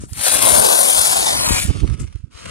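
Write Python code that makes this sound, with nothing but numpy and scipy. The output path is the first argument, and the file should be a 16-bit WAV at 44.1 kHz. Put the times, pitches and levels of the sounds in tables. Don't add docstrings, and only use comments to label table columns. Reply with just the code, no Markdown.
import sys
import numpy as np
from scipy import signal
from scipy.fft import rfft, irfft, next_fast_len
from scipy.io import wavfile
from scipy.ndimage import uniform_filter1d, map_coordinates

SR = 44100
rng = np.random.default_rng(int(sys.argv[2]) if len(sys.argv) > 2 else 0)


def put_to_file(sound):
    columns = np.atleast_2d(sound).T
    safe = np.clip(columns, -1, 1)
    whole_steps = np.round(safe * 32767)
    wavfile.write(sys.argv[1], SR, whole_steps.astype(np.int16))


N = 110250


def hard_stroke():
    # time_s, rasp_db, pane_db, fizz_db
    stroke = [(0.09, -52, -57, -47.5), (0.126, -44, -72, -36.5), (0.15, -38.5, -60, -34),
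              (0.198, -23.5, -39, -22), (0.222, -23, -38, -19.5), (0.27, -12, -29.5, -7.5),
              (0.306, -21, -36, -18.5), (0.33, -15.5, -21.5, -6), (0.402, -19, -25.5, -15.5),
              (0.426, -14, -20.5, -8), (0.474, -15, -18, -8), (0.51, -13.5, -21, -8),
              (0.595, -16, -17.5, -11), (0.618, -18.5, -20, -9.5), (0.65, -14, -16, -11),
              (0.8, -18, -21, -9.5), (0.918, -16.5, -24, -10.5), (1.134, -15.5, -25.5, -14.5),
              (1.29, -17, -23.5, -21.5), (1.45, -18, -24.5, -23), (1.59, -14.5, -24.5, -25.5),
              (1.614, -22, -43.5, -24), (1.638, -23, -35.5, -22), (1.686, -31.5, -45.5, -40.5)]
    # start_s, level_db
    bump_hits = [(.266, -21), (.469, -21), (1.157, -23.5)]
    # freq_hz, gain_db
    rasp_eq = [(200, -48), (800, -6), (1500, -3), (2200, 0), (2900, -1.5), (3600, 0), (4500, 0), (5500, -3),
               (7500, -0.5), (10000, -1), (13000, -22), (15500, -13.5)]
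    pane_eq = [(100, -20), (220, -3.5), (330, -9), (420, -7), (520, -0.5), (600, 1), (690, 2.5),
               (850, -0.5), (1100, -1), (1280, -10.5), (1500, -4.5), (2200, -28.5), (4000, -46)]
    fizz_eq = [(2000, -55), (6000, -20.5), (7800, -14.5), (8800, -2), (9800, 1), (10600, -3.5), (11500, -8),
               (13000, -15.5), (15500, -24.5)]
    # freq_hz, left_minus_right_db
    rasp_pan = [(1200, 5.5), (2000, 4.5), (3300, -1.5), (5000, 0), (7000, 0), (9500, 14.5), (13000, -17)]
    pane_pan = [(350, 1.5), (620, 2.5), (780, 5), (950, 7), (1150, 7.5), (1500, 4), (2200, -2.5)]
    rasp_gain, pane_gain, fizz_gain = levels(stroke)
    bumps = bursts(bump_hits, decay_s=0.0097)
    shared = grains(per_s=3200, decay_s=0.00087, spread_db=4, smooth=0.38)
    shared *= flutter(depth_db=1.1, per_s=120)
    slips = lambda: unit(shared * flutter(depth_db=-0.38, per_s=300))
    rasp = pan_by_band(friction(rasp_eq, rasp_gain * slips() + amp(-7.5) * bumps), rasp_pan)
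    pane = pan_by_band(friction(pane_eq, pane_gain * slips() + bumps), pane_pan)
    fizz = friction(fizz_eq, fizz_gain * unit(slips() * flutter(depth_db=0.94, per_s=69.9)))
    fizz[1] *= amp(-24.5)
    return amp(-1.5) * rasp + amp(2) * pane + amp(0.3) * fizz


def friction(eq, envelope, off_axis_share=0.43, off_axis_rad=2.03):
    # time_s, left_lead_ms
    bearing = [(.2, 0.17), (.37, 0.17), (.52, 0.12), (.7, 0.069), (1.0, 0.069), (1.28, 0.066),
               (1.37, 0.021), (1.44, 0.0011), (1.53, -0.022), (1.64, -0.042), (1.76, -0.061), (1.95, -0.17),
               (2.4, -0.2)]
    # freq_hz, left_lead_rad
    body_phase = [(150, 0.26), (700, 0.24), (1250, -0.18), (2000, -0.69), (2600, -1.09), (3300, -0.47),
                  (4200, -0.056), (5000, 0.51), (7000, -0.43)]
    # freq_hz, power_share
    scatter = [(200, 0.03), (650, .04), (1300, .05), (2100, 0.04), (5000, .001), (6800, 0.02), (9000, 0.6),
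               (15000, 0)]
    colour = lambda hz: amp(along(eq, hz))
    noise = streaky_ripple(rng.standard_normal((3, N)))
    noise = filtered(noise * envelope / filtered(noise[0], colour).std(), colour)
    hz, t, voices = signal.stft(noise, SR, nperseg=256)
    hz = hz[:, None]
    lead_s = np.interp(t, *np.transpose(bearing)) / 1000
    phase = 2 * np.pi * hz * lead_s + along(body_phase, hz)
    off_axis = 1 - np.exp(-(phase / off_axis_rad) ** 2)
    share = np.clip(along(scatter, hz) + off_axis_share * off_axis, 0, 1)
    direct = voices[0] * np.array([np.exp(.5j * phase), -np.exp(-.5j * phase)])
    ports = np.sqrt(1 - share) * direct + np.sqrt(share) * voices[1:]
    return signal.istft(ports, nperseg=256)[1][:, :N]


def streaky_ripple(x, depth=1.3):
    bands = signal.stft(x, nperseg=1024)[2]
    chance = rng.standard_normal(bands.shape) + 1j * rng.standard_normal(bands.shape)
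    field = uniform_filter1d(chance, size=4, axis=1)
    field = uniform_filter1d(field, size=12, axis=2)
    return signal.istft(bands * np.abs(1 + depth * field / field.std()), nperseg=1024)[1][:, :N]


def grains(per_s, decay_s, spread_db, smooth):
    onsets = rng.random(N) < per_s / SR
    sizes = amp(spread_db * np.clip(rng.standard_normal(N), -2.5, 2.5))
    power = signal.lfilter([1], [1, -np.exp(-1 / (decay_s * SR))], onsets * sizes ** 2)
    return np.sqrt(smooth + (1 - smooth) * power / power.mean())


def low_rub():
    # time_s, level_db
    rub_fader = [(.27, -44), (.33, -32), (.4, -32), (.47, -19.5), (.59, -21.5), (.7, -27), (.85, -38),
                 (1.0, -39), (1.4, -29.5), (1.6, -34)]
    # freq_hz, gain_db
    rub_eq = [(100, -18.5), (250, -5), (400, 0), (520, -6.5), (800, -22), (2000, -43)]
    rub = grains(per_s=410, decay_s=0.0032, spread_db=1.5, smooth=0.87)
    return friction(rub_eq, levels(rub_fader)[0] * rub)


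def soft_brushing():
    # time_s, level_db
    lead_in = [(0, -43.5), (.035, -40.5), (.06, -50), (.1, -90)]
    easing = [(1.7, -29.5), (1.808, -31), (1.832, -38.5), (1.88, -35), (1.916, -40.5), (1.94, -30),
              (1.964, -47), (2.0, -38.5), (2.048, -40.5), (2.06, -52), (2.076, -42), (2.096, -51.5),
              (2.132, -46), (2.15, -52), (2.175, -49), (2.3, -65.5), (2.312, -47.5), (2.372, -35.5),
              (2.496, -29.5)]
    # start_s, level_db
    crumbs = [(.033, -53), (.132, -34), (1.737, -30), (1.803, -26), (1.876, -28), (1.899, -30.5),
              (1.938, -51), (1.999, -32), (2.077, -50), (2.126, -41), (2.157, -40), (2.432, -44),
              (2.457, -25)]
    # freq_hz, gain_db
    snow_eq = [(100, 1.5), (500, 7.5), (800, -4), (1250, 7.5), (1700, -2), (2700, 3), (3900, -3.5),
               (5500, -2.5), (7500, -7.5), (9300, -3), (10500, -14.5), (12000, -28), (15500, -39)]
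    # freq_hz, left_minus_right_db
    snow_pan = [(300, 2.5), (1200, 2.5), (5500, -4), (7500, 1), (9500, 13), (12000, -8)]
    crunch = grains(per_s=1200, decay_s=0.001, spread_db=5, smooth=0.45)
    rustle = amp(-5.5) * (levels(lead_in)[0] + levels(easing)[0]) * crunch
    cracks = amp(-2) * bursts(crumbs, decay_s=0.0036)
    return pan_by_band(friction(snow_eq, np.hypot(rustle, cracks)), snow_pan)


def bristle_flicks(rise_share=0.33):
    # start_s, level_db, decay_s
    flicks = [(.002, -35, 0.038), (.132, -17, 0.0016), (1.992, -31.5, 0.023)]
    # freq_hz, gain_db
    flick_eq = [(2000, -38), (5500, -6), (7000, 0.5), (9200, 2.5), (10300, -10), (11500, -19),
                (15500, -44.5)]
    t = clock()
    envelope = np.zeros(N)
    for start_s, level_db, decay_s in flicks:
        attack = 1 - np.exp(-np.abs(t - start_s) / (rise_share * decay_s))
        envelope += attack * bursts([(start_s, level_db)], decay_s)
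    grit = grains(per_s=3300, decay_s=0.00022, spread_db=6, smooth=0.2)
    return friction(flick_eq, envelope * grit) * panned(left_db=5.5)


def wind():
    # time_s, left_db, right_db
    breeze = [(0, -22.5, -28), (.15, -53, -41), (.19, -32, -32.5), (.27, -50, -40), (.33, -24, -23.5),
              (.45, -30, -24.5), (.6, -17.5, -28), (.7, -47, -50), (1.15, -36, -31), (1.4, -28, -36),
              (1.58, -23, -24), (1.7, -26.5, -15), (1.8, -37, -14), (1.95, -47, -23.5), (2.03, -28, -28),
              (2.12, -49, -56), (2.28, -72.5, -32), (2.37, -38.5, -54), (2.5, -32, -55)]
    # centre_s, level_db, width_s
    left_puffs = [(0.009, -39, 0.0015), (0.038, -16.5, 0.00078), (1.478, -14, 0.0022), (1.508, -6, 0.00098),
                  (1.521, -3, 0.0038), (1.541, -9.5, 0.0027), (1.869, -26.5, 0.0021), (2.012, -12, 0.0035),
                  (2.358, -24.5, 0.0036), (2.468, -22, 0.0013)]
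    right_puffs = [(.022, -19.5, 0.018), (0.126, -10, 0.0036), (.8, -21.5, 0.0048), (0.982, -14.5, 0.0083),
                   (1.654, -9.5, 0.0018), (1.7, 0, 0.004), (1.71, -3, 0.0023), (1.757, -1, 0.0047),
                   (1.786, -12, 0.011), (1.802, -30, 0.0039), (1.841, 3, 0.0048), (1.892, -9, 0.0026),
                   (1.91, -3, 0.0037), (1.927, -10, 0.0027), (1.943, -6.5, 0.0034), (2.045, -9, 0.0043),
                   (2.096, -18.5, 0.013), (2.159, -9.5, 0.0034), (2.2, -24.5, 0.0041),
                   (2.242, -16.5, 0.0023)]
    left_db, right_db = curves(breeze)
    return np.array([air_on_port(left_db, left_puffs), air_on_port(right_db, right_puffs)])


def air_on_port(rumble_db, puffs, port_hz=57, puff_trim_db=4.5):
    # freq_hz, gain_db
    rumble_eq = [(15, -46), (35, -16), (60, 0), (100, -1.5), (160, -7), (300, -12.5), (500, -31.5),
                 (1200, -55), (4000, -90)]
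    wake_eq = [(15, -36), (35, -7), (65, 8), (105, -7), (170, -14), (300, -27), (600, -44), (2000, -77.5)]
    splutter_eq = [(100, 5), (330, 5.5), (550, -11.5), (1000, -19), (2000, -43.5), (5000, -64.5)]
    t = clock()
    pressure = lambda stretch: sum(amp(db + puff_trim_db) * np.exp(-((t - s) / (stretch * width)) ** 2)
                                   for s, db, width in puffs)
    thumps = filtered(-pressure(stretch=1), lambda hz: hz ** 4 / (hz ** 4 + port_hz ** 4))
    gusts = unit(flutter(depth_db=4.6, per_s=34.91))
    rumble = amp(rumble_db - 5) * gusts * turbulence(rumble_eq)
    wake = pressure(stretch=3.03)
    eddies = 0.13 * wake * turbulence(wake_eq)
    splutter = amp(-30.5) * wake ** 2 * turbulence(splutter_eq)
    return rumble + thumps + eddies + splutter


def turbulence(eq):
    return unit(filtered(rng.standard_normal(N), lambda hz: amp(along(eq, hz))))


def amp(db):
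    return 10 ** (np.asarray(db) / 20)


def unit(x):
    return x / np.sqrt(np.mean(x ** 2) + 1e-20)


def along(points, hz):
    freqs, values = np.transpose(points)
    return np.interp(np.log(hz + 1), np.log(freqs + 1), values)


def clock():
    return np.arange(N) / SR


def curves(rows):
    times, *columns = np.transpose(rows)
    return [np.interp(clock(), times, column) for column in columns]


def levels(rows, fade_db_per_s=499):
    t = clock()
    outside_s = np.maximum(rows[0][0] - t, 0) + np.maximum(t - rows[-1][0], 0)
    return [amp(db - fade_db_per_s * outside_s) for db in curves(rows)]


def bursts(rows, decay_s):
    t = clock()
    return sum(amp(db) * (t >= s) * np.exp(-np.abs(t - s) / decay_s) for s, db in rows)


def flutter(depth_db, per_s):
    return amp(depth_db * map_coordinates(rng.standard_normal(4096), [clock() * per_s], mode="wrap"))


def filtered(x, response):
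    size = next_fast_len(N + SR // 2)
    return irfft(rfft(x, size) * response(np.fft.rfftfreq(size, 1 / SR)), size)[..., :N]


def panned(left_db):
    gains = amp(np.array([[.5], [-.5]]) * left_db)
    return gains / np.sqrt(np.mean(gains ** 2, axis=0))


def pan_by_band(pair, lean):
    return filtered(pair, lambda hz: panned(along(lean, hz)))


def scene(bass_cut_hz=31):
    air = wind()
    body = low_rub()
    mix = hard_stroke() + body + soft_brushing() + bristle_flicks() + air
    return filtered(mix, lambda hz: hz ** 6 / (hz ** 6 + bass_cut_hz ** 6))


def record(dry, ceiling=1.01, top_hz=15700):
    clipped = dry / (1 + np.abs(dry / ceiling) ** 8) ** (1 / 8)
    return filtered(clipped, lambda hz: 1 / (1 + (hz / top_hz) ** 200))


dry = scene()
out = record(dry)
put_to_file(out)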